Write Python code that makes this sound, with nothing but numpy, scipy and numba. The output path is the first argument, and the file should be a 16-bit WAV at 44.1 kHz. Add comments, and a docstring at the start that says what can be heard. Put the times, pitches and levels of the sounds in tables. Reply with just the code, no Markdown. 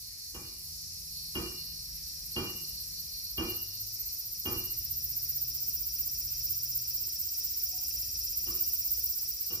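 """Summer among tall trees, taken in stereo. One cicada overhead works up its song: fast clicks ring a body
that it stretches some sixteen times a second, sweeping its tone and octave upward. A lower singer further
off fades away, over a far noise of chorus, leaves and traffic in swelling bands; low engine hums are wavering
tones that come and go. A distant hammer rings modes of ground and steel, with echoes, pausing midway while
a motor speeds up and slows; late on, one hollow knock decays far off."""
import sys
import numpy as np
from scipy import signal
from scipy.fft import rfft, irfft
from scipy.io import wavfile
from scipy.ndimage import uniform_filter1d
from numba import njit

SR = 44100
rng = np.random.default_rng(int(sys.argv[2]) if len(sys.argv) > 2 else 0)


def ratio_of_db(decibels):
    """Turn decibels (scalar or array-like) into linear amplitude factors; 0 dB maps to 1."""
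    return 10 ** (np.asarray(decibels, float) / 20)


def master(y):
    """Save y as 16-bit WAV."""
    cut = np.clip(np.atleast_2d(y).T, -1, 1)
    pcm = np.round(cut * 32767)  # scale
    wavfile.write(sys.argv[1], SR, pcm.astype(np.int16))


N = 423360
T = np.arange(N) / SR
LEFT_RIGHT = np.array([[1], [-1]])  # sign of a difference signal at each port


def level(x, db):
    """Scale to an rms of 1, then apply a level in dB, fixed or moving."""
    return x * ratio_of_db(db) / np.sqrt(np.mean(x ** 2))


def curve(table):
    """Columns of a table after its times, one value per sample."""
    s, *columns = np.transpose(table)
    return [np.interp(T, s, c) for c in columns]


@njit
def svf(x, hz, width):
    """State-variable band-pass with a moving centre, gain 1 there."""
    y, band, low = np.empty(len(x)), 0., 0.
    for i in range(len(x)):
        g = np.tan(np.pi * hz[i] / SR)
        damping = width / hz[i]
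        v = (band + g * (x[i] - low)) / (1 + g * (g + damping))
        band = 2 * v - band
        low = low + 2 * g * v
        y[i] = damping * v
    return y


def steep(x, hz, width_hz):
    """A resonance applied twice, each pass width_hz wide, for steeper skirts."""
    hz = np.clip(hz + np.zeros(N), 20, .45 * SR)
    once = svf(x, hz, 1. * width_hz)
    return svf(once, hz, 1. * width_hz)


def walk(rate):
    """Random levels held 1 / rate s and slewed twice."""
    hold = int(SR / rate)
    steps = np.repeat(rng.standard_normal(N // hold + 1), hold)
    return uniform_filter1d(uniform_filter1d(steps, hold), hold)[:N]


def clicks(hz, jitter_s, scatter_db, limp):
    """Two membranes buckle in turn, so every second click comes late, by limp click periods."""
    phase = np.cumsum(hz) / SR
    turn = np.arange(1, int(phase[-1]))
    chance = rng.standard_normal((N // 50, 2))[:len(turn)].T
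    at_s = np.interp(turn + limp * (turn % 2), phase, T) + jitter_s * chance[0]
    at = np.clip(at_s * SR, 0, N - 2)
    size, i = ratio_of_db(scatter_db * chance[1]), at.astype(int)
    # each click is split over two samples to fall between them
    return np.bincount(i, size * (1 - at + i), N) + np.bincount(i + 1, size * (at - i), N)


def ring(x, hz, t60):
    """A decaying mode, envelope starting at 1 for a unit impulse."""
    pole = np.exp(2j * np.pi * hz / SR - np.log(1000) / (t60 * SR))
    return signal.lfilter([1], [1, -pole], x).imag


def ports(x, lag_s, pan_db):
    """The sound reaches the right microphone port first; pan_db is how much louder the left is."""
    turn = np.exp(-2j * np.pi * np.fft.rfftfreq(N, 1 / SR) * lag_s)
    left = irfft(rfft(x) * turn, N) * ratio_of_db(pan_db / 2)
    return np.array([left, x * ratio_of_db(-pan_db / 2)])


def foliage(x, t60, db):
    """Scatter from trunks and leaves: a decaying noise tail, different at each port."""
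    tail = rng.standard_normal((2, SR // 2)) * ratio_of_db(-60 * T[:SR // 2] / t60)
    tail = tail / np.sqrt(np.sum(tail ** 2, axis=1, keepdims=True))
    return ratio_of_db(db) * signal.fftconvolve(x[None], tail, axes=1)[:, :N]


def throbs():
    """Times and octave levels of the stretches: a slowly drifting pace, each early or late, strong or weak."""
    # pace of the stretching: start_s, rate_throbs_per_s
    throb_pace = [(0, 17.615), (2, 16.4), (3.2, 16.09), (4.3, 15.394), (5.6, 15.584), (6.8, 15.864),
                  (8.2, 16.408), (9.6, 16.178)]
    # octave at full stretch: start_s, level_db
    octave_peaks = [(0.801, -53), (1.9, -51.5), (2.5, -48.5), (3.199, -47.5), (3.9, -38), (4.25, -40),
                    (4.55, -32), (5.8, -27.5), (6.2, -31), (7.55, -25.5), (8.1, -35), (8.6, -26),
                    (8.9, -20.5), (9.25, -25.5), (9.6, -20)]
    # uneven while the song builds, steadier once it is full: start_s, scatter_db
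    unevenness = [(3.3, 2.5), (3.6, 4), (4.3, 4), (4.5, 1.6)]
    first_turn = .284  # share of a throb period before the first peak
    jitter_s = .0015
    turns = np.cumsum(curve(throb_pace)[0]) / SR - first_turn
    whole = np.arange(int(turns[-1]) + 1)
    chance = rng.standard_normal((len(whole), 2)).T
    at = np.interp(whole, turns, T) + jitter_s * chance[0]
    usual_db = np.interp(at, *np.transpose(octave_peaks))
    scatter_db = np.interp(at, *np.transpose(unevenness))
    return at, usual_db + scatter_db * chance[1]


def cicada():
    """Stretching raises the body tone, fades it and opens its octave; the clicks slow a little."""
    # near song: start_s, relaxed_level_db, fully_stretched_hz
    song_course = [(0, -62, 5800), (1, -47, 5700), (2, -45.5, 6150), (3, -46.5, 6380), (3.6, -46.5, 6760),
                   (4.3, -46, 7240), (5, -43, 7400), (5.7, -41.5, 7800), (6.4, -39.5, 7640), (7, -40, 7870),
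                   (7.6, -39.5, 7900), (8.2, -38, 7470), (8.8, -39.5, 7900), (9.2, -40, 8000),
                   (9.6, -43.5, 8120)]
    # one stretch around its peak, smoothed below: offset_s, stretch_0_to_1
    stretch_shape = [(-.031, 0), (-.003, .95), (.008, 1), (.02, 0)]
    # clicks when relaxed: start_s, rate_hz
    click_rate = [(0, 400), (2, 401), (3.6, 404), (4.4, 406), (5.7, 403), (6.4, 402), (7, 400.2),
                  (7.8, 400.7), (9, 402.2)]
    # stiff ribs on the membranes: pitch_hz, width_hz (each pass), relative_db
    rib_modes = [(12450, 3500, -14.5), (13980, 2050, -12)]
    relaxed_hz = 5585

    at, octave_db = throbs()
    offset, shape = np.transpose(stretch_shape)
    stretch_times = np.sort((at[:, None] + offset).ravel())
    stretch = np.interp(T, stretch_times, np.tile(shape, len(at)))
    stretch = uniform_filter1d(np.clip(stretch, 0, 1), size=300)
    tone_db, top_hz = curve(song_course)
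    hz = relaxed_hz + stretch * (top_hz - relaxed_hz)
    click_hz = curve(click_rate)[0] * (1 - .012 * stretch)

    beat = clicks(click_hz, jitter_s=.000012, scatter_db=1.5, limp=.004)
    tone = level(steep(beat, hz, 900), tone_db - 14 * np.sqrt(np.abs(stretch)))
    # the air sac keeps its pitch through the stretch
    sac = level(steep(beat, 5190, 1570), tone_db - 4 - 8 * stretch)
    # a ragged undertone sounds an octave below the sac
    ragged = clicks(click_hz, jitter_s=0.000362, scatter_db=4.5, limp=0.096)
    under = level(steep(ragged, 2560, 350), tone_db - 28 - 6 * stretch)

    relaxed_db = tone_db - 15.5
    open_db = relaxed_db + stretch * (np.interp(T, at, octave_db) - relaxed_db)
    # the treble of each click is less exact in time
    crisp = clicks(click_hz, jitter_s=.00005, scatter_db=1.2, limp=.03)
    octave = level(steep(crisp, 2 * hz, 2140), open_db - 0.5)
    # the ribs ring as the octave sweeps up to them, neighbours in opposite sign
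    near = steep(crisp, 2 * hz, 3800)
    ribs = np.zeros(N)
    for k, (rib_hz, width, db) in enumerate(rib_modes):
        ribs += (-1) ** k * ratio_of_db(db) * steep(near, rib_hz, width)
    ribs = level(ribs, open_db + 0.5)

    low, high = tone - sac + under, octave + ribs
    scattered = foliage(low, .1, -7) + foliage(high, .2, -5)
    return ports(low, 0.0003804, 1.0) + ports(high, 0.00043, -3.5) + scattered


def neighbour():
    """A rougher, lower singer further off: unsteady clicks ring one body tone, half lost in the leaves."""
    # its song falling silent, before the offset and flutter below: start_s, level_db
    fading_song = [(0, -51.5), (1, -47), (1.6, -47.5), (2.3, -48), (3.1, -46.5), (4, -50), (4.6, -49.5),
                   (5.4, -59), (6.5, -66.5), (7.4, -70), (9.6, -81)]
    beat = clicks(398 + 6 * walk(1.5), jitter_s=.00006, scatter_db=3.0, limp=.1)
    song_db = curve(fading_song)[0] - 3 + 4.1 * walk(16)
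    song = level(steep(beat, 4425, 480), song_db)
    return ports(song, 0.0005805, 1.0) + foliage(song, 0.079, -0.5)


def far():
    """Noise bands half an octave apart swell together and flicker alone; only the bass is alike at both ports."""
    # colour of far chorus, leaves and traffic: pitch_hz, relative_db_per_hz
    far_colour = [(18, -33), (30, -7), (55, 0), (90, -5.5), (160, -15.5), (300, -24), (480, -32),
                  (1000, -33.5), (1500, -37), (1900, -28.5), (2480, -27), (3300, -31.5), (4140, -16.5),
                  (5400, -6), (6300, -14.5), (7900, -19), (8500, -18.5), (10300, -22.5), (10900, -9),
                  (13000, -18.5), (15200, -8.5), (16000, -42)]
    # rumble of traffic, used about its mean: start_s, level_db
    traffic_rumble = [(0.0, -64), (1.5, -57), (2.65, -57.5), (4.2, -61), (4.8, -54), (5.5, -59.5),
                      (6.3, -55), (7.65, -61), (8.15, -56), (9.6, -64)]
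    out, swell = 0, walk(0.84)
    colour_hz, colour_db = np.transpose(far_colour)
    f = np.fft.rfftfreq(N, 1 / SR) + 1
    gain = ratio_of_db(np.interp(np.log(f), np.log(colour_hz), colour_db))
    gust = curve(traffic_rumble)[0]
    for hz in 25 * 2 ** np.arange(0, 9.5, .5):
        band = gain * np.cos(np.pi * np.clip(np.log2(f / hz), -.5, .5))
        mid, side = irfft(rfft(rng.standard_normal((2, N))) * band, N)
        # traffic moves mostly the bass
        rumble_db = (gust - gust.mean()) / (1 + (hz / 250) ** 2)
        db = .5 * swell + 2.06 * walk(9.8) + rumble_db
        wide = np.clip(0.095 + hz / 700, 0, 1)
        out = out + ratio_of_db(db) * np.sqrt(2 / (1 + wide ** 2)) * (mid + wide * side * LEFT_RIGHT)
    return level(out, -43.5)


def motors():
    """Engines far away: low sine tones that waver in level, the hums in pitch too."""
    # motor speeding up and slowing: start_s, firing_hz, level_db (rms, before wavering)
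    motor_course = [(3.5, 92.2, -56), (3.95, 111.7, -58.5), (4.15, 113, -72), (4.5, 121, -67),
                    (5.07, 134.1, -59), (6.0, 129.1, -63), (6.71, 120.5, -55.5), (7.25, 111.5, -70.5)]
    # hums that come and go: pitch_hz (before wavering), level_db (rms, before wavering), start_s, end_s
    hum_list = [(82.7, -67, 0.17, 1.5), (159, -63.5, 0.57, 3.18), (60.7, -57.5, 7.9, 9.2),
                (59.6, -58, 5.42, 6.5)]
    hz, db = curve(motor_course)
    on = uniform_filter1d(1. * (T > motor_course[0][0]) * (T < motor_course[-1][0]), size=4000)
    out = on * ratio_of_db(db + 2.0 * walk(5)) * np.sin(2 * np.pi * np.cumsum(hz) / SR)
    for hum_hz, hum_db, start, end in hum_list:
        on = uniform_filter1d(1. * (T > start) * (T < end), size=9000)
        loudness = on * ratio_of_db(hum_db + 3.1 * walk(6.3))
        phase = 2 * np.pi * np.cumsum(hum_hz + 1.198 * walk(2.01)) / SR
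        out = out + loudness * np.sin(phase)
    return np.sqrt(2) * out  # sine peak for a given rms


def hammer():
    """Each thud arrives as a few strong echoes in a dense scatter that swells and dies; the steel rings on."""
    # blows, levels before the offsets below: start_s, thud_db, steel_ring_db
    blow_list = [(0.337, -41, -56.5), (1.345, -31.5, -42), (2.355, -30.5, -40), (3.371, -30, -39.5),
                 (4.449, -31.5, -42.5), (8.459, -43.5, -55.5), (9.496, -43, -53)]
    # modes of what is struck and the ground under it: pitch_hz, relative_db, t60_s
    thud_modes = [(90.3, -1.5, 0.04), (117, -6, 0.072), (181, -0.5, 0.034), (232.6, -4, 0.046),
                  (257.3, -16, 0.17), (335.3, -1, 0.1), (364, 2.5, 0.085), (465, -7.5, 0.079),
                  (550, -7.5, 0.013), (680, -9, 0.018), (817, -8, 0.042), (932, -7, 0.026),
                  (1067, -6, 0.032), (1141, -8, 0.063), (1233, -16, 0.17), (1411, -10, 0.026),
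                  (1770, -12, 0.018), (2375, -13.5, 0.23)]
    # modes of the steel, the main one a close pair that beats: pitch_hz, relative_db, t60_s
    steel_modes = [(2376, -14, .3), (2384, -9, .45), (2838, 0, .65), (2846, -5, .65), (2990, -9, .1),
                   (3185, -8, .4), (2650, -18, .15)]
    # strong echoes of a blow from buildings: delay_s, relative_db
    building_echoes = [(0, -22), (0.013, 0.5), (.027, 3), (.04, -2.5), (.115, -6)]
    haze_db = 37  # how far the drive of the scattered ring lies under the blow's steel level
    steel_echo_s, steel_echo_db = .09, -7

    echoes, scatter, strike = np.zeros(N), np.zeros((2, N)), np.zeros(N)
    for s, thud_db, steel_db in blow_list:
        for delay, db in building_echoes:
            echoes[min(int((s + delay) * SR), N - 1)] += ratio_of_db(thud_db + db - 11.5)
        strike[int((s + .008) * SR)] = ratio_of_db(steel_db + 6)
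        age = np.maximum(T - s, 0)
        size = ratio_of_db(np.array([[thud_db - 28.5], [steel_db - haze_db]]))
        scatter += size * (1 - np.exp(-age / 0.031)) * ratio_of_db(-60 * age / .5)

    mid, side = rng.standard_normal((2, N)) * scatter[0]
    thud = np.zeros((2, N))
    for hz, db, t60 in thud_modes:
        # the bass of the scatter is alike at both ports
        wide = min((hz / 800) ** 2, 1.1)
        thud += ratio_of_db(db) * (ring(echoes + mid, hz, t60) + wide * ring(side, hz, t60) * LEFT_RIGHT)

    steel = sum(ratio_of_db(db) * ring(strike, hz, t60) for hz, db, t60 in steel_modes)
    # distance rounds off the click of the contact
    steel = steep(steel, 2800, 1400)
    # the main ring returns, blurred, from walls straight ahead
    delayed = np.interp(T - steel_echo_s, T, steel)
    returned = ratio_of_db(steel_echo_db) * steep(delayed, 2841, 30)
    shimmer = scatter[1] * rng.standard_normal((2, N))
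    haze = sum(ratio_of_db(db) * ring(shimmer, hz, t60 * .4) for hz, db, t60 in steel_modes)
    return thud * ratio_of_db(-1.2 * LEFT_RIGHT) + ports(steel, 0.000212, 0) + returned + haze


def knock():
    """A faint wooden knock far off: one decaying sine, its start softened by distance."""
    # the hollow knock: start_s, level_db (peak, before softening), pitch_hz, t60_s
    hollow_knock = [(7.727, -55.5, 744, 0.47)]
    s, db, hz, t60 = hollow_knock[0]
    age = np.maximum(T - s, 0)
    envelope = ratio_of_db(db - 60 * age / t60) * (1 - np.exp(-age / 0.0034))
    return envelope * np.sin(2 * np.pi * hz * age)


def scene():
    """All sources as they reach the two microphone ports."""
    return cicada() + neighbour() + far() + motors() + hammer() + knock()


def roll_off(x):
    """The treble ends steeply here."""
    return signal.sosfilt(signal.butter(12, 15900, fs=SR, output="sos"), x)


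def record(dry):
    """A phone that cuts the top of the treble and the deep bass."""
    treble_cut = signal.ellip(8, .1, 40, 15450, fs=SR, output="sos")
    bass_cut = signal.butter(4, 36, "highpass", fs=SR, output="sos")
    mix = signal.sosfiltfilt(treble_cut, dry)
    mix = signal.sosfilt(bass_cut, mix)
    return roll_off(mix)


dry = scene()
out = record(dry)
master(out)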